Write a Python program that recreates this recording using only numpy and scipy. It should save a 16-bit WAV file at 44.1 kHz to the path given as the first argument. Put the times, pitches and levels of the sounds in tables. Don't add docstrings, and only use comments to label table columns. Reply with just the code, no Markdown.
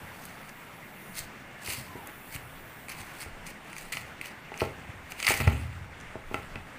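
import sys
import numpy as np
from scipy import signal
from scipy.fft import rfft, irfft, next_fast_len
from scipy.io import wavfile

SR = 44100
rng = np.random.default_rng(int(sys.argv[2]) if len(sys.argv) > 2 else 0)


def dump(signal):
    limited = np.clip(np.atleast_2d(signal).T, -1, 1)
    pcm = np.round(limited * 32767).astype(np.int16)
    wavfile.write(sys.argv[1], SR, pcm)


N = 299292

# start in seconds, relative crunch level in dB,
# relative treble level in dB, brightest near this pitch in Hz.
SNAPS = [(0.2532, -42, -26, 10300), (0.4928, -33, -34, 6270), (1.1535, -36, -33, 7800),
         (1.1912, -34, -19, 9150), (1.6337, -41, -35, 7300), (1.6627, -29, -27, 5500),
         (1.6759, -25, -28, 9200), (1.684, -34, -31, 6500), (1.7068, -33, -33, 6000),
         (1.7767, -49, -40, 6000), (2.0724, -42, -28.5, 10700), (2.3614, -27, -29, 8100),
         (2.8843, -27, -34, 7900), (2.9, -37, -27.5, 4800), (3.0142, -35, -37, 6200),
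         (3.207, -36, -32.5, 8950), (3.2288, -26, -32, 6400), (3.4658, -34, -28.5, 6300),
         (3.7303, -30, -35, 8800), (3.7654, -31, -32, 6900), (3.782, -36, -29, 7500),
         (3.9251, -26, -21.5, 6850), (3.9371, -24, -38, 6600), (3.9704, -16.5, -26, 5460),
         (4.2128, -22.5, -34.5, 8000), (4.243, -35, -40, 6400), (4.257, -28, -33, 6100),
         (4.541, -30, -38, 4800), (4.5761, -38, -31, 6100), (4.6002, -25, -26, 4650),
         (4.606, -14, -25, 4500), (4.6149, -21, -29, 4740), (5.1203, -25, -32, 7000),
         (5.2011, -20, -24, 5750), (5.2274, -18.5, -16.5, 5600), (5.247, -21, -21, 4800),
         (5.2675, -15.5, -10.5, 4560), (5.2786, -7, -28, 5200), (5.2933, -16, -27, 8600),
         (5.3093, -19, -25, 6000), (5.321, -18, -19, 8100), (5.3403, -17, -34, 8700),
         (5.4024, -16.5, -30, 8300), (5.476, -16.5, -26.5, 5400), (6.002, -45, -38, 6300),
         (6.011, -42.5, -38, 6040), (6.3436, -20, -27, 6900), (6.5571, -27, -38, 4800)]
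# start in seconds, relative level in dB,
# loudest mode near this pitch in Hz.
THUDS = [(0.028, -45.5, 120), (1.197, -39, 95), (1.681, -34.5, 119), (1.781, -32.5, 130), (1.81, -46, 149),
         (1.951, -40, 130), (2.351, -33.5, 95), (3.0, -37.5, 90), (3.26, -35.5, 120), (3.949, -36.5, 100),
         (4.619, -24, 124), (4.89, -34, 90), (5.29, -25, 130), (5.402, -17.5, 105), (5.473, -10.5, 99),
         (5.499, -23, 200), (5.529, -29, 140), (5.595, -30, 106), (5.652, -37, 130), (5.81, -38.5, 110.3),
         (6.154, -37.5, 140), (6.313, -35, 200), (6.342, -30, 200), (6.56, -35, 200)]


def from_db(db):
    return 10 ** (np.asarray(db) / 20)


def rms_one(x):
    return x / np.sqrt(np.mean(x ** 2) + 1e-20)


def in_time(rows):
    seconds, *columns = np.transpose(rows)
    return [np.interp(np.arange(N) / SR, seconds, column) for column in columns]


def band(x, low_hz, high_hz):
    return signal.sosfilt(signal.butter(2, [low_hz, high_hz], "band", fs=SR, output="sos"), x)


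def drift(rate_hz):
    step, settle = 40, 2000
    r = np.exp(-2 * np.pi * rate_hz * step / SR)
    noise = rng.standard_normal(N // step + settle + 2)
    slow = signal.lfilter([1], [1, -2 * r, r * r], noise)[settle:]
    return np.interp(np.arange(N) / step, np.arange(len(slow)), rms_one(slow))


def resonance(x, hz, width_hz):
    r = np.exp(-np.pi * width_hz / SR)
    feedback = [1, -2 * r * np.cos(2 * np.pi * hz / SR), r * r]
    return signal.lfilter([1, 0, -1], feedback, x) * (1 - r * r) / 2


def resonances(x, snap_db, peaks):
    snap_ms, length = 1.97, 800
    age_ms = np.arange(length) * 1000 / SR
    crackle = rng.standard_normal((len(SNAPS), length))
    crackle[:, 0] = 5.1
    out = 0
    for k, (hz, width_hz, db) in enumerate(peaks):
        force = x * from_db(1.5 * drift(15))
        for row, noise, level_db in zip(SNAPS, crackle, snap_db(hz)):
            at = round(row[0] * SR)
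            force[at:at + length] += from_db(level_db) * noise * np.exp(-age_ms / snap_ms)
        polarity = (-1) ** k
        out = out + polarity * from_db(db) * resonance(force, hz, width_hz)
    return out


def grains(per_s, spread_db):
    sizes = from_db(spread_db * np.minimum(rng.exponential(1, N), 4)) * rng.choice([-1, 1], N)
    happens = rng.random(N) < per_s / SR
    return rms_one(sizes * happens * from_db(2.5 * drift(80)))


def knife():
    # peak time in seconds, relative tearing level in dB,
    # rise in seconds per 20 dB, fall in seconds per 20 dB, crunch above tearing in dB.
    # Rises below 3 ms and falls below 10 ms, negative ones too, are held at those limits.
    stroke_rows = [(0.256, -53, 0.2, 0.16, -8), (0.5, -56.5, 0.2, 0, 6), (1.183, -37.5, 0.04, 0.0644, -2),
                   (1.24, -63, -1.5, 0, -9), (1.67, -43, 0.07, 0.2, -2.5), (1.702, -38.5, 0.03, 0.09, 0.5),
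                   (1.772, -54.5, 0.16, 0.1, -5), (2.354, -40, 0.05, 0.015, 1), (2.893, -41, -0.01, .06, 3),
                   (3.016, -52, 0.17, 0.18, 0), (3.21, -45, 0.08, 0.08, 0.5), (3.47, -46.5, .03, 0.08, 2.5),
                   (3.73, -56, 0.16, .1, -13), (3.782, -48, 0.03, 0.2, 1.5), (3.922, -41, -0.26, 0.14, 3),
                   (4.214, -51, -0.16, .05, 4), (4.258, -46, .02, 0.06, 2), (4.605, -49, 0.06, 0.16, 8),
                   (5.121, -45.5, 0.04, -0.14, -3), (5.202, -49, 0.03, -0.05, 4),
                   (5.229, -45, 0.1, 0.11, 6.5), (5.248, -45, -0.4, .04, 6),
                   (5.268, -35.5, -0.2, 0.0459, 5.5), (5.283, -33.5, 0, 0.0634, 2.5),
                   (5.323, -33, 0.06, .12, 2.5), (5.402, -49, 0.03, 0.2, 11), (5.478, -53, -0.4, 0.3, 3),
                   (6.345, -55, 0.1, 0.24, 4)]
    # pitch in Hz, width in Hz, relative level in dB.
    crunch_peaks = [(600, 1540, -11.5), (1300, 286, -3.5), (2010, 252, 1), (2590, 500, 0.5),
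                    (3210, 760, -17)]
    # pitch in Hz, width in Hz, relative level in dB.
    tear_peaks = [(4470, 930, 1), (6270, 480, 1.5), (8350, 2100, -0.5), (10800, 1400, 0.5),
                  (13300, 3800, -3.5), (15600, 940, -3)]

    tear, crunch, t = np.zeros(N), np.zeros(N), np.arange(N) / SR
    for s, db, rise_s, fall_s, share_db in stroke_rows:
        near = slice(max(round((s - .4) * SR), 0), round((s + .8) * SR))
        since = t[near] - s
        steps_down = np.where(since < 0, -since / max(rise_s, .003), since / max(fall_s, .01))
        level = from_db(db - 20 * steps_down)
        tear[near] += level
        crunch[near] += level * from_db(share_db)
    fibres = grains(4000, spread_db=3.0) + 0.15 * rng.standard_normal(N)
    _, crunch_db, treble_db, bright_hz = np.transpose(SNAPS)

    def treble_snap_db(hz):
        return treble_db - 3.5 - 14.4 * abs(np.log2(hz / bright_hz))

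    bright = resonances(tear * fibres, treble_snap_db, tear_peaks)
    low = resonances(crunch * fibres, lambda hz: crunch_db - 4.5, crunch_peaks)
    return from_db(4.5) * bright + from_db(11.5) * low


def fizz():
    # time in seconds, level in dB.
    fizz_levels = [(0.0, -55.5), (0.72, -59), (1.09, -51), (1.17, -47), (1.28, -64), (1.59, -66),
                   (1.85, -56), (2.15, -53), (2.4, -54), (3.1, -56), (3.29, -66), (3.76, -69), (5.05, -68),
                   (5.2, -66), (5.35, -52), (5.56, -68), (5.84, -77), (6.79, -67)]
    # time in seconds, delay in ms.
    bounce_path = [(0, 1.2), (1.15, 1.33), (1.85, 1.1), (3.3, 1.05), (6.79, 1.05)]
    full_db, range_db, most = -54, 10, .55

    level_db, = in_time(fizz_levels)
    path_ms, = in_time(bounce_path)
    strength = most * np.clip(1 + (level_db - full_db) / range_db, .2, 1)
    white = rng.standard_normal((2, N))
    edges_hz = [7500, 9000, 10500, 12000, 13500, 15000, 17000]
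    hiss = 0
    for k, (low, high) in enumerate(zip(edges_hz, edges_hz[1:])):
        patch = from_db(1.6 * k + 2.2 * drift(3.4))
        hiss = hiss + patch * band(white[k % 2], low, high)
    late = np.interp(np.arange(N) - path_ms * SR / 1000, np.arange(N), hiss)
    combed = (hiss + strength * late) / np.sqrt(1 + strength ** 2)
    return from_db(level_db - 2.5) * rms_one(combed)


def strike(pushes, modes, spread_db):
    out, chance = np.zeros(N), rng.normal(0, 1, (len(pushes), len(modes)))
    for k, (hz, db, t60) in enumerate(modes):
        force = np.full(N + 2000, 1e-18)
        for (at, shape, spot_hz), luck in zip(pushes, chance[:, k]):
            off_db = -4.0 * abs(np.log2(hz / spot_hz))
            force[at:at + len(shape)] += shape * from_db(db + off_db + spread_db * luck)
        r, w = from_db(-60 / (t60 * SR)), 2 * np.pi * hz / SR
        out += signal.lfilter([0, np.sin(w)], [1, -2 * r * np.cos(w), r * r], force[:N])
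    return out


def knocks():
    # start in seconds, relative level in dB,
    # contact time constant in ms, loudest mode near this pitch in Hz.
    knock_rows = [(1.683, -29.5, 0.32, 420), (1.955, -23.5, 0.31, 380), (3.262, -29.5, 0.24, 400),
                  (4.519, -30.5, 0.037, 850), (4.6184, -8, 0.16, 600), (5.306, -15.5, 0.074, 690),
                  (5.409, -21, 0.13, 925), (5.476, -16.5, 0.063, 1140), (6.1555, -25.5, 0.14, 500),
                  (6.313, -21.5, 0.26, 386), (6.3434, -20, 0.051, 1330), (6.557, -29.5, 0.035, 1370)]
    # pitch in Hz, relative level in dB, 60 dB decay in seconds.
    top_modes = [(288, -38, 0.01), (405, -1.5, 0.046), (479, -10.5, 0.095), (542, -11, 0.077),
                 (649, -5, 0.051), (832, 5, 0.021), (1070, -3, 0.019), (1337, 2.5, 0.023),
                 (1950, 1.5, 0.03), (2560, -11, 0.012), (2640, -3, 0.027)]
    touches = [(0, 3.5), (.0045, -7.5), (.011, -8)]

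    pushes, age_ms = [], np.arange(300) * 1000 / SR
    for s, db, contact_ms, spot_hz in knock_rows:
        shape = age_ms * np.exp(-age_ms / np.clip(contact_ms, .02, 1))
        for lag, touch_db in touches:
            push = shape / shape.sum() * from_db(db - 9.5 + touch_db)
            pushes.append((round((s + lag) * SR), push, spot_hz))
    return -band(strike(pushes, top_modes, spread_db=3), 280, 8200)


def thuds():
    # pitch in Hz, relative level in dB, 60 dB decay in seconds.
    frame_modes = [(66.5, -17.5, 2.2), (86.9, -16, 1.04), (101.7, -1.5, 0.087), (128.5, -7.5, 0.17),
                   (224.4, -8.5, 0.19), (268.6, -12, 0.19)]
    shape = np.hanning(round(0.002 * SR))
    pushes = []
    for s, db, spot_hz in THUDS:
        pushes.append((round(s * SR), shape / shape.sum() * from_db(db - 2.0), spot_hz))
    rung = strike(pushes, frame_modes, spread_db=4.0)
    return band(band(rung, 60, 1900), 47, 1800)


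def rumble():
    rest_db, shake_db, shake_t60_s = -63, -17, 0.62
    jolts = np.zeros(N)
    for s, db, _ in THUDS:
        jolts[round(s * SR)] = from_db(db + shake_db)
    decay = from_db(-60 / (shake_t60_s * SR))
    level = from_db(rest_db) + signal.lfilter([1], [1, -decay], jolts + 1e-18)
    noise = band(band(rng.standard_normal(N), 58.6, 145), 58.6, 145)
    return level * from_db(0.99 * drift(5.6)) * rms_one(band(noise, 48, 290))


def yard(x):
    t60_s, wall_cut_hz = .34, 7000
    lags_s = [.0113, .0149, .0181, .0223, .0269, .0311, .0367, .0419]
    size = next_fast_len(N + SR)
    hz = np.arange(size // 2 + 1) * SR / size
    loops = 0
    for k, lag in enumerate(lags_s):
        delay = np.exp(-2j * np.pi * hz * lag)
        back = from_db(-60 * lag / t60_s) * delay / (1 + 1j * hz / wall_cut_hz)
        loops = loops + (-1) ** k * back / (1 - back)
    return irfft(rfft(x, size) * loops, size)[:N]


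def bird():
    # start in seconds, length in seconds, first pitch in Hz, last pitch in Hz, mean level in dB.
    whistles = [(1.55, .1, 1735, 1722, -50), (1.87, .22, 1030, 840, -49)]
    edge_s = 0.024
    out, t = np.zeros(N), np.arange(N) / SR
    for s, length, first_hz, last_hz, db in whistles:
        glide_hz = np.interp(t, [s, s + length], [first_hz, last_hz])
        shape = np.clip(np.minimum(t - s, s + length - t) / edge_s, 0, 1)
        loudness = shape * from_db(db + 2.5 * drift(30))
        out += loudness * np.sin(2 * np.pi * np.cumsum(glide_hz + 35 * drift(60)) / SR)
    return out


def wind():
    # time in seconds, level at the peak of the puff in dB, added to the calm level.
    gust_rows = [(1.19, -54), (2.36, -62), (2.6, -64), (3.0, -57), (3.4, -48), (3.85, -60), (5.42, -46),
                 (5.86, -64), (6.07, -53), (6.28, -46.5), (6.55, -44)]
    calm_db, gust_s = -63.5, .07
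    level, t = from_db(calm_db), np.arange(N) / SR
    for s, db in gust_rows:
        level = level + from_db(db) * np.exp(-((t - s) / gust_s) ** 2)
    return level * rms_one(band(rng.standard_normal(N), 10.6, 31))


def air():
    # pitch in Hz, relative level in dB per Hz.
    air_colour = [(59, -33), (100, -7.5), (140, 2), (238, -0.5), (300, -4), (467, -6.5), (825, -4),
                  (1040, -6), (1370, -5), (2180, -5), (4100, -22.5), (6810, -25.5), (8410, -25.5),
                  (11800, -35.5), (15500, -34)]
    air_db = -47
    edges_hz, white = 90 * 2 ** np.arange(0, 7.7, 1 / 3), rng.standard_normal((2, N))
    hz, db = np.transpose(air_colour)
    together, out = drift(7.5), 0
    for k, (low, high) in enumerate(zip(edges_hz, edges_hz[1:])):
        level_db = np.interp(np.log(low * high) / 2, np.log(hz), db)
        flicker_db = 0.8 * together + 1.3 * drift(10.5)
        out = out + from_db(level_db + flicker_db) * band(white[k % 2], low, high)
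    return from_db(air_db) * rms_one(out)


def scene():
    cut, hits = knife(), knocks()
    echoes = yard(from_db(-15) * cut + from_db(-14.5) * hits)
    at_table = cut + hits + echoes + thuds() + fizz() + rumble()
    return (at_table + bird() + air() + wind())[None]


def record(dry):
    return signal.sosfilt(signal.cheby2(22, 50, 15680, fs=SR, output="sos"), dry)


dry = scene()
out = record(dry)
dump(out)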